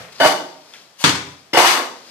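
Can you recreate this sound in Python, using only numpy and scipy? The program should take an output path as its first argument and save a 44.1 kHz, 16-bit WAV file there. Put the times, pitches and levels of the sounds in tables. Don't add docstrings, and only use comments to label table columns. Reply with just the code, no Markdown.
import sys
import numpy as np
from scipy import signal
from scipy.fft import rfft, irfft, next_fast_len
from scipy.io import wavfile
from scipy.ndimage import uniform_filter1d

SR = 44100
rng = np.random.default_rng(int(sys.argv[2]) if len(sys.argv) > 2 else 0)


def master(y):
    cut = np.clip(np.atleast_2d(y).T, -1, 1)
    pcm = np.round(cut * 32767)
    wavfile.write(sys.argv[1], SR, pcm.astype(np.int16))


def amplitude_ratio(level_db):
    exponent = np.asarray(level_db, float) / 20
    return 10 ** exponent


N = 92610
SIZE = next_fast_len(3 * N // 2)
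HZ = np.maximum(np.arange(SIZE // 2 + 1) * SR / SIZE, 1)
T = np.arange(N) / SR
ROOM_DB, NEAR_DB = -4, -7


def on_hz(table):
    a = np.array(table, float)
    return np.interp(np.log(HZ), np.log(np.maximum(a[:, 0], 1)), a[:, 1])


def shape(x, gain):
    return irfft(rfft(x, SIZE) * gain, SIZE)[..., :N]


def low_cut(x, cut_hz):
    return signal.sosfilt(signal.butter(4, cut_hz, "high", fs=SR, output="sos"), x)


def unit(x):
    return x / np.sqrt(np.mean(x ** 2))


def modes(table):
    h = 0
    for k, (hz, width_hz, level_db) in enumerate(table):
        h = h + (-1) ** k * amplitude_ratio(level_db) / (1 + 1j * (HZ - hz ** 2 / HZ) / max(width_hz, 5))
    return h / np.sqrt(np.mean(abs(h) ** 2))


def colour(table):
    cepstrum = irfft(np.log(amplitude_ratio(on_hz(table))), SIZE)
    cepstrum[1:SIZE // 2] *= 2
    cepstrum[SIZE // 2 + 1:] = 0
    h = np.exp(rfft(cepstrum))
    return h / np.sqrt(np.mean(abs(h) ** 2))


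def curve(table, col=1):
    a = np.array(table, float)
    return amplitude_ratio(np.interp(T, a[:, 0], a[:, col], -120, -120))


def grains(scatter_db):
    return unit(rng.standard_normal(N) * amplitude_ratio(scatter_db * rng.exponential(size=N)))


def flicker(rate_hz, depth_db):
    k = int(SR / rate_hz)
    steps = np.repeat(rng.standard_normal(N)[:N // k + 1], k)
    return amplitude_ratio(depth_db * uniform_filter1d(steps, k)[:N])


def burst(start_s, level_db, fade_s):
    return amplitude_ratio(level_db) * (T >= start_s) * np.exp(-np.maximum(T - start_s, 0) / fade_s)


# pitch_hz, common_share
ALIKE = [(150, 0.87), (400, 0.88), (900, 0.41), (2000, 0.018)]


def wide(gain, force=1, scatter_db=0):
    common = np.clip(on_hz(ALIKE), 0, 1)
    mid = force * grains(scatter_db)
    side = force * grains(scatter_db)
    return shape(mid, gain * np.sqrt(1 + common)) + shape(side, gain * np.sqrt(1 - common)) * np.array([[1], [-1]])


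# pitch_hz, level_db
SITE = [(24, -17), (40, -14), (189, -9.5), (483, -8.5), (520, -9.5), (588, -6), (1430, -10), (5820, -18),
        (14500, -27.5)]


def site_hum():
    return amplitude_ratio(-55.5) * wide(colour(SITE)) * flicker(8, 1.5)


# pitch_hz, level_db
EARLIER = [(35, -43), (60, -6), (161, -7), (286, -20.5), (684, -9.5), (965, -19.5), (1190, -14),
           (2210, -15.5), (14500, -37.5)]


def earlier_ring():
    t60_s = 0.66
    return wide(colour(EARLIER)) * amplitude_ratio(-39 - 60 * T / t60_s)


# pitch_hz, level_db
TRICKLE = [(600, -13.5), (1500, -16.5), (3000, -15), (4300, -13), (5000, -9.5), (5700, -15), (8000, -21.5),
           (14500, -34)]
# start_s, level_db
TRICKLE_DB = [(0, -52), (.1, -66), (.128, -42), (.14, -53), (.156, -40.5), (.165, -46), (.19, -41.5),
              (.4, -48), (.6, -55.5), (.8, -48.5), (.9, -61), (1.3, -49), (1.5, -63.5), (1.95, -50),
              (2.04, -51.5), (2.1, -43.5)]


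def sand_trickle():
    return shape(curve(TRICKLE_DB) * grains(2.8) * flicker(43.0, 0.32), colour(TRICKLE))


# start_s, level_db
SHUFFLES = [
    (0.045, -35.5),
    (0.085, -40),
    (.12, -64),
]
# pitch_hz, level_db
DULL_BODY = [(100, -41), (220, -4.5), (700, -4), (1500, -6.5), (3000, -15.5), (7000, -38)]


def foot_shuffles():
    scuffs = sum(burst(start_s, level_db, 0.0063) for start_s, level_db in SHUFFLES)
    return shape(scuffs * grains(3.8), colour(DULL_BODY))


# start_s, knock_db, grit_db
SCOOP_1 = [
    (.198, -28, -65),
    (.201, -13.5, -26),
    (.211, -11.5, -24.5),
    (.225, -15, -22),
    (.255, -15, -15.5),
    (.275, -18, -16),
    (.29, -59, -19),
    (.33, -74, -24.5),
]
# start_s, knock_db, grit_db
SCOOP_2 = [
    (1.531, -21, -54),
    (1.534, -13, -23.5),
    (1.569, -17, -23.5),
    (1.574, -17.5, -13.5),
    (1.64, -20, -15),
    (1.7, -28, -15),
    (1.775, -14.5, -22),
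    (1.81, -14.5, -34.5),
    (1.87, -29, -44),
]
# start_s, peak_db, pitch_hz
JOLTS = [
    (0.202, -13, 550),
    (0.2096, -7, 593),
    (.227, -12.5, 630),
    (0.248, -3, 940),
    (0.2532, -1.5, 771),
    (0.2595, -4.5, 750),
    (1.5335, -12, 333),
    (1.546, -11.5, 557),
    (1.5727, 0, 815),
    (1.587, -10.5, 800),
]
# pitch_hz, width_hz, level_db
BOARD_1 = [(154, 11, -29), (266, 15, -5), (301.5, 48, -14.5), (474, 16, -7), (634.8, 11, 4), (764, 20, 2),
           (917, 7.8, 2.5), (1128, 10, -2), (1501, 61, -4.5), (2140, 56, -16), (2955, 57, -8),
           (3620, 52, -18), (4210, 31, -15), (4660, 35, -16)]
# pitch_hz, width_hz, level_db
BOARD_2 = [(335, 47, -7.5), (368, 28, 0.5), (557, 25, -8), (631, 12.6, -1.5), (787, 39, -3.5),
           (928, 71, -1), (1496, 77, -8.5), (2060, 20, 0.5), (2890, 55, -1.5), (3530, 37, -12),
           (3820, 45, -16), (4450, 29, -23), (5020, 26, -14), (5220, 45, -8)]
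BOARD_LOW_HZ = [125, 194]


def board_knocks():
    chatter = grains(2.0) * flicker(150, 2.5)
    jolt_s, loaded_s = 0.00059, 1.65
    jolts, board = 0, 0
    for start_s, peak_db, pitch_hz in JOLTS:
        jolts = jolts + amplitude_ratio(peak_db + 5.5) * np.exp(-((T - start_s - jolt_s) / jolt_s * 4) ** 2)
        board = board + burst(start_s, peak_db, .003) * np.sin(2 * np.pi * pitch_hz * (T - start_s))
    free = np.exp(-np.maximum(T - loaded_s, 0) / .025)
    for scoop, ring, low_hz in zip((SCOOP_1, SCOOP_2), (BOARD_1, BOARD_2), BOARD_LOW_HZ):
        own_jolts = jolts * (abs(T - scoop[0][0]) < .5)
        force = curve(scoop) * chatter + amplitude_ratio(-9.5) * own_jolts
        ringing = shape(force * free, modes(ring))
        body = shape(force, amplitude_ratio(-12) * colour(DULL_BODY))
        board = board + shape(ringing + body, 1 / (1 + low_hz / (1j * HZ)) ** 3)
    return board


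# pitch_hz, level_db
GRIT = [(590, -52.5), (1000, -16), (1050, -10.5), (1910, -9.5), (2260, -10.5), (3540, -15), (6000, -16.5),
        (9500, -22.5), (14500, -27.5)]


def grit_grind():
    pressure = curve(SCOOP_1, col=2) + curve(SCOOP_2, col=2)
    return wide(0.61 * colour(GRIT), pressure * flicker(60, 1.77), 1.83)


# start_s, level_db, fade_s
CRUMBS = [
    (0.7369, -31, 0.0023),
    (0.743, -39, 0.016),
    (0.775, -56, .005),
]
# pitch_hz, level_db
DROP = [(500, -21), (1200, -8), (1600, 4), (2600, -3), (3500, 1), (4300, -18), (5200, -6), (14500, -28)]


def crumb_drop():
    return shape(sum(burst(*row) for row in CRUMBS) * grains(1.5), colour(DROP))


# pitch_hz, level_db
SWISH = [(300, -33), (800, -2.5), (1500, -8), (3000, -4), (4300, -5.5), (7000, -6.5), (14500, -18)]
# start_s, level_db
SWISH_DB = [
    (.96, -79),
    (.99, -45),
    (1.01, -33.5),
    (1.04, -34),
    (1.05, -54),
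]


def swish():
    return shape(curve(SWISH_DB) * grains(2.2), colour(SWISH))


# start_s, level_db, fade_s, thud_db
LUMPS = [
    (1.04, -7, 0.031, -23),
    (1.059, -16, 0.0058, -27),
    (1.074, -19, 0.02, -25.5),
    (1.092, -17.5, 0.015, -39),
    (1.126, -42, 0.016, -28),
    (1.152, -25, 0.027, -46),
    (1.273, -53, .01, -39),
]
# pitch_hz, level_db
SPLAT = [(120, -15.5), (280, -3.5), (420, -11), (650, -12), (960, -3), (1600, -2.5), (4800, -8.5),
         (7500, -13), (14500, -30)]


def wet_splat():
    wet = sum(burst(start_s, level_db, fade_s) for start_s, level_db, fade_s, _ in LUMPS)
    return wide(colour(SPLAT), .5 * wet, 2.1)


# pitch_hz, width_hz, level_db
BRICK = [(1500, 300, -7), (3300, 250, 0), (3780, 200, -1)]


def brick_ring():
    return wide(modes(BRICK), burst(LUMPS[0][0], -16, .016), 2.4)


# pitch_hz, width_hz, level_db
WALL = [(89.6, 5.2, 1), (120.4, 7.1, -1), (151, 47, -0.5), (195, 16, -18), (264.6, 26, 1), (296, 34, -4.5),
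        (400, 9.7, 4), (996, 27, 3.5), (1218, 45, -11)]


def wall_thump():
    push = sum(burst(start_s, thud_db, 0.0064) for start_s, _, _, thud_db in LUMPS)
    return shape(push * (1 + 1.8 * rng.standard_normal(N)), modes(WALL))


# start_s, pitch_hz, level_db
HOLLOW = [
    (1.565, 786.6, -52),
    (1.578, 846.7, -13.5),
    (1.64, 950, -19),
    (1.69, 1109, -26.5),
    (1.79, 1117, -27),
    (1.84, 1194, -61),
]


def blade_hollow():
    a = np.array(HOLLOW, float)
    narrow = 1 / (1 + 1j * HZ / 224) ** 2
    wobble_1, wobble_2 = [unit(shape(grains(0.52), narrow)) for _ in range(2)]
    turn = 2 * np.pi * np.cumsum(np.interp(T, a[:, 0], a[:, 1])) / SR
    return curve(HOLLOW, col=2) * (wobble_1 * np.cos(turn) + wobble_2 * np.sin(turn))


# pitch_hz, level_db
ROOM_TONE = [(60, -6.5), (300, 2.5), (1500, 0.5), (14000, -4)]


def even(tail):
    power = uniform_filter1d(abs(rfft(tail, SIZE)) ** 2, int(150 * SIZE / SR))
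    level = np.hypot(amplitude_ratio(ROOM_DB), amplitude_ratio(NEAR_DB))
    return shape(tail, amplitude_ratio(on_hz(ROOM_TONE)) * level / np.sqrt(power))


# pitch_hz, t60_s
ROOM_T60 = [(100, 0.54), (300, 0.68), (700, 0.57), (1500, 0.49), (3000, 0.48), (6000, 0.51), (12000, 0.36)]


def room(sources):
    delay_s, rise_s, near_t60_s = 0.0024, 0.012, 0.021
    a = np.array(ROOM_T60)
    tails = [0, 0, 0]
    late = np.maximum(T - delay_s, 0)
    noise = wide(1)
    close = amplitude_ratio(NEAR_DB - 60 * T / near_t60_s) / np.sqrt(near_t60_s * SR / 14)
    for hz in 60 * 2. ** np.arange(0, 8.5, .5):
        band = shape(noise, np.cos(np.pi * np.clip(np.log2(HZ / hz), -.5, .5)) ** 2)
        t60_s = np.interp(np.log(hz), np.log(a[:, 0]), a[:, 1])
        fade = amplitude_ratio(ROOM_DB - 60 * late / t60_s) / np.sqrt(t60_s * SR / 14)
        fade = fade * (1 - np.exp(-late / rise_s))
        tails = [tail + np.roll(band, k * N // 3, axis=1) * (fade + close) for k, tail in enumerate(tails)]
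    return sum(shape(x, rfft(even(tail), SIZE)) for x, tail in zip(sources, tails))


def place(x, lag_s, pan_db):
    side = np.array([[.5], [-.5]])
    return shape(x, amplitude_ratio(side * pan_db) * np.exp(-2j * np.pi * HZ * side * lag_s))


def scene():
    board = low_cut(board_knocks() + grit_grind() + blade_hollow(), BOARD_LOW_HZ[0])
    wall = swish() + wall_thump() + wet_splat() + brick_ring()
    small = crumb_drop() + sand_trickle() + foot_shuffles()
    direct = place(board, lag_s=.0001, pan_db=0)
    direct = direct + place(wall, lag_s=-.00008, pan_db=1.5)
    direct = direct + place(small, lag_s=-.00008, pan_db=-1)
    earlier = earlier_ring()
    return direct + room([board, wall, small]) + earlier + site_hum()


def roll_off(x):
    return signal.sosfilt(signal.butter(12, 14760, fs=SR, output="sos"), x)


# pitch_hz, left_over_right_db
LEFT_OVER_RIGHT = [(60, -12), (110, 1), (200, -3.5), (370, -1), (680, -3.5), (1250, -1), (2290, 3),
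                   (4200, 13), (7720, 8), (14200, -1)]


def record(dry):
    x = shape(dry, amplitude_ratio(on_hz(LEFT_OVER_RIGHT) * np.array([[.5], [-.5]])))
    ceiling = 1.15
    x = np.clip(low_cut(x, 106), -ceiling, ceiling)
    x = signal.sosfilt(signal.ellip(10, .2, 70, 14750, fs=SR, output="sos"), x)
    return roll_off(x)


dry = scene()
out = record(dry)
master(out)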